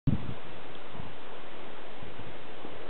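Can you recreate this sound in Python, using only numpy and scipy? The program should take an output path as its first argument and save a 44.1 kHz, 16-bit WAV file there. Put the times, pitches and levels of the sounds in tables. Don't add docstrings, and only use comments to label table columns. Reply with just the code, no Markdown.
import sys
import numpy as np
from scipy import signal
from scipy.fft import rfft, irfft
from scipy.io import wavfile
from scipy.ndimage import uniform_filter1d

SR = 44100
rng = np.random.default_rng(int(sys.argv[2]) if len(sys.argv) > 2 else 0)


def int16_out(signal):
    q = np.round(np.clip(np.atleast_2d(signal).T, -1, 1) * 32767)
    wavfile.write(sys.argv[1], SR, q.astype(np.int16))


N = 127449
T = np.arange(N) / SR


def amp(db):
    return 10 ** (np.asarray(db) / 20)


def unit(x):
    return x / np.sqrt(np.mean(x ** 2) + 1e-20)


def level(points):
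    times, levels = np.transpose(points)
    return amp(np.interp(T, times, levels))


def colour(points, hz):
    frequencies, levels = np.transpose(points)
    return amp(np.interp(np.log(hz + 1), np.log(frequencies), levels))


def noise(shape):
    spectrum = rfft(rng.standard_normal(N))
    hz = np.fft.rfftfreq(N, 1 / SR)
    return unit(irfft(spectrum * shape(hz), N))


# frequency_hz [Hz], level_db [relative dB per Hz]
RUSH_COLOUR = [(30, -15), (100, -10), (180, -9.5), (290, -1.5), (490, .3), (720, -3), (1000, -5.6),
               (1400, -10.6), (2200, -15.8), (3800, -18.7)]
# time_s [s], level_db [dB]
RUSH_STRENGTH = [(0.07, -45.3), (0.7, -46.2), (1.15, -46.2), (1.45, -44.9), (1.68, -44.8), (1.85, -46.6),
                 (2.35, -45.4), (2.65, -45.7), (2.9, -45)]
# time_s [s], level_db [dB]
SURGE_STRENGTH = [(2.55, -65.5), (2.74, -53), (2.84, -45), (2.9, -51.5)]
SURGE_HZ, SURGE_OCTAVES = 430, .35


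def avalanche(patchy_db=1.3):
    window, hop = 1024, 256
    hz = np.fft.rfftfreq(window, 1 / SR)
    real, imag, patches = rng.standard_normal((3, N // hop + 5, len(hz)))
    patches = uniform_filter1d(patches, size=12, axis=0)
    patches = unit(uniform_filter1d(patches, size=9, axis=1))
    field = (real + 1j * imag) * colour(RUSH_COLOUR, hz) * amp(patchy_db * patches)
    _, rush = signal.istft(field.T, nperseg=window, noverlap=window - hop)
    rush = unit(rush[:N])

    def surge_shape(f):
        octaves_away = np.log2((f + 1) / SURGE_HZ)
        return np.exp(-.5 * (octaves_away / SURGE_OCTAVES) ** 2)

    surge = noise(surge_shape)
    return rush * level(RUSH_STRENGTH) + surge * level(SURGE_STRENGTH)


EDDY_RADIANS = 2.0


def eddy(at, hz):
    phase = 2 * np.pi * hz * (T - at)
    return np.sin(phase) * np.exp(-.5 * (phase / EDDY_RADIANS) ** 2)


# start_s [s], first_eddy_db [dB], eddies_per_s [1/s], length_s [s]
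FLUTTER_RUNS = [(0.0775, -14, 137, .02), (0.127, -16.5, 110, .014)]
FLUTTER_HZ, FLUTTER_FADE_DB_PER_S = 165, 80
# centre_s [s], level_db [dB], pitch_hz [Hz]
SINGLE_THUMPS = [(0.1045, -25, 130), (0.152, -23, 115), (0.261, -31, 215), (0.293, -25.5, 145),
                 (1.0005, -29, 140), (2.0295, -33, 120), (2.196, -33, 195), (2.272, -37, 130)]


def buffets():
    out = np.zeros(N)
    for start_s, first_eddy_db, eddies_per_s, length_s in FLUTTER_RUNS:
        for delay in np.arange(0, length_s, 1 / eddies_per_s):
            eddy_db = first_eddy_db - FLUTTER_FADE_DB_PER_S * delay
            out += amp(eddy_db) * eddy(start_s + delay, FLUTTER_HZ)
    for centre_s, level_db, pitch_hz in SINGLE_THUMPS:
        out += amp(level_db) * eddy(centre_s, pitch_hz)
    return out


# frequency_hz [Hz], level_db [relative dB per Hz]
WIND_COLOUR = [(25, -22), (55, -11), (90, 0), (130, -0.5), (220, -7), (330, -16), (500, -26), (1000, -44),
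               (3000, -67.5)]
# peak_s [s], level_db [dB], rise_s [s], fall_s [s]
GUST_LIST = [(0.145, -31, .035, .06), (0.255, -38, .012, .025), (0.312, -35.5, .015, .025),
             (0.452, -48, .012, .02), (0.51, -49, .025, .09), (0.72, -54.5, .06, .07),
             (0.953, -43, .02, .025), (1.045, -43, .025, .055), (2.05, -45, .02, .06),
             (2.205, -49, .012, .025), (2.285, -50, .015, .05), (2.4, -54, .04, .05), (2.73, -51, .02, .06)]


def gusts():
    power = np.zeros(N)
    for peak_s, level_db, rise_s, fall_s in GUST_LIST:
        distance = np.maximum((peak_s - T) / rise_s, (T - peak_s) / fall_s)
        power += (amp(level_db) * np.exp(-distance)) ** 2
    return np.sqrt(power) * noise(lambda f: colour(WIND_COLOUR, f))


TICK_S, TICK_DB, TICK_HZ, TICK_WIDTH_S = .7527, -34.5, 3380, .00058


def tick():
    t = T - TICK_S
    swell = np.exp(-.5 * (t / TICK_WIDTH_S) ** 2)
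    return amp(TICK_DB) * swell * np.sin(2 * np.pi * TICK_HZ * t)


KNOCK_S, KNOCK_DB, KNOCK_HZ, KNOCK_WIDTH_S = 2.6512, -27, 340, .0012


def knock():
    t = T - KNOCK_S
    swell = np.exp(-abs(t) / KNOCK_WIDTH_S)
    return -amp(KNOCK_DB) * swell * np.cos(2 * np.pi * KNOCK_HZ * t)


def scene():
    mono = avalanche() + buffets() + gusts() + tick() + knock()
    return mono[None]


HISS_DB = -59
CONVERTER_HZ, STEP, OFFSET = 8000, .0071, -.0497
START_S = .0722
SMOOTHING_HZ, EDGE_HZ = 3830, 4540


def record(dry):
    slow = signal.resample_poly(dry[0], CONVERTER_HZ, SR)
    hiss = amp(HISS_DB) * rng.standard_normal(len(slow))
    stepped = np.round((slow + hiss + OFFSET) / STEP) * STEP
    common_hz = np.lcm(SR, CONVERTER_HZ)
    smoothing = signal.firwin(11001, SMOOTHING_HZ, window=("kaiser", 8), fs=common_hz)
    smooth = signal.resample_poly(stepped, SR, CONVERTER_HZ, window=smoothing)[:N]
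    started = smooth * (T >= START_S)
    band_limit = signal.firwin(511, EDGE_HZ, window=("kaiser", 9), fs=SR)
    return signal.oaconvolve(started, band_limit, "same")[None]


dry = scene()
out = record(dry)
int16_out(out)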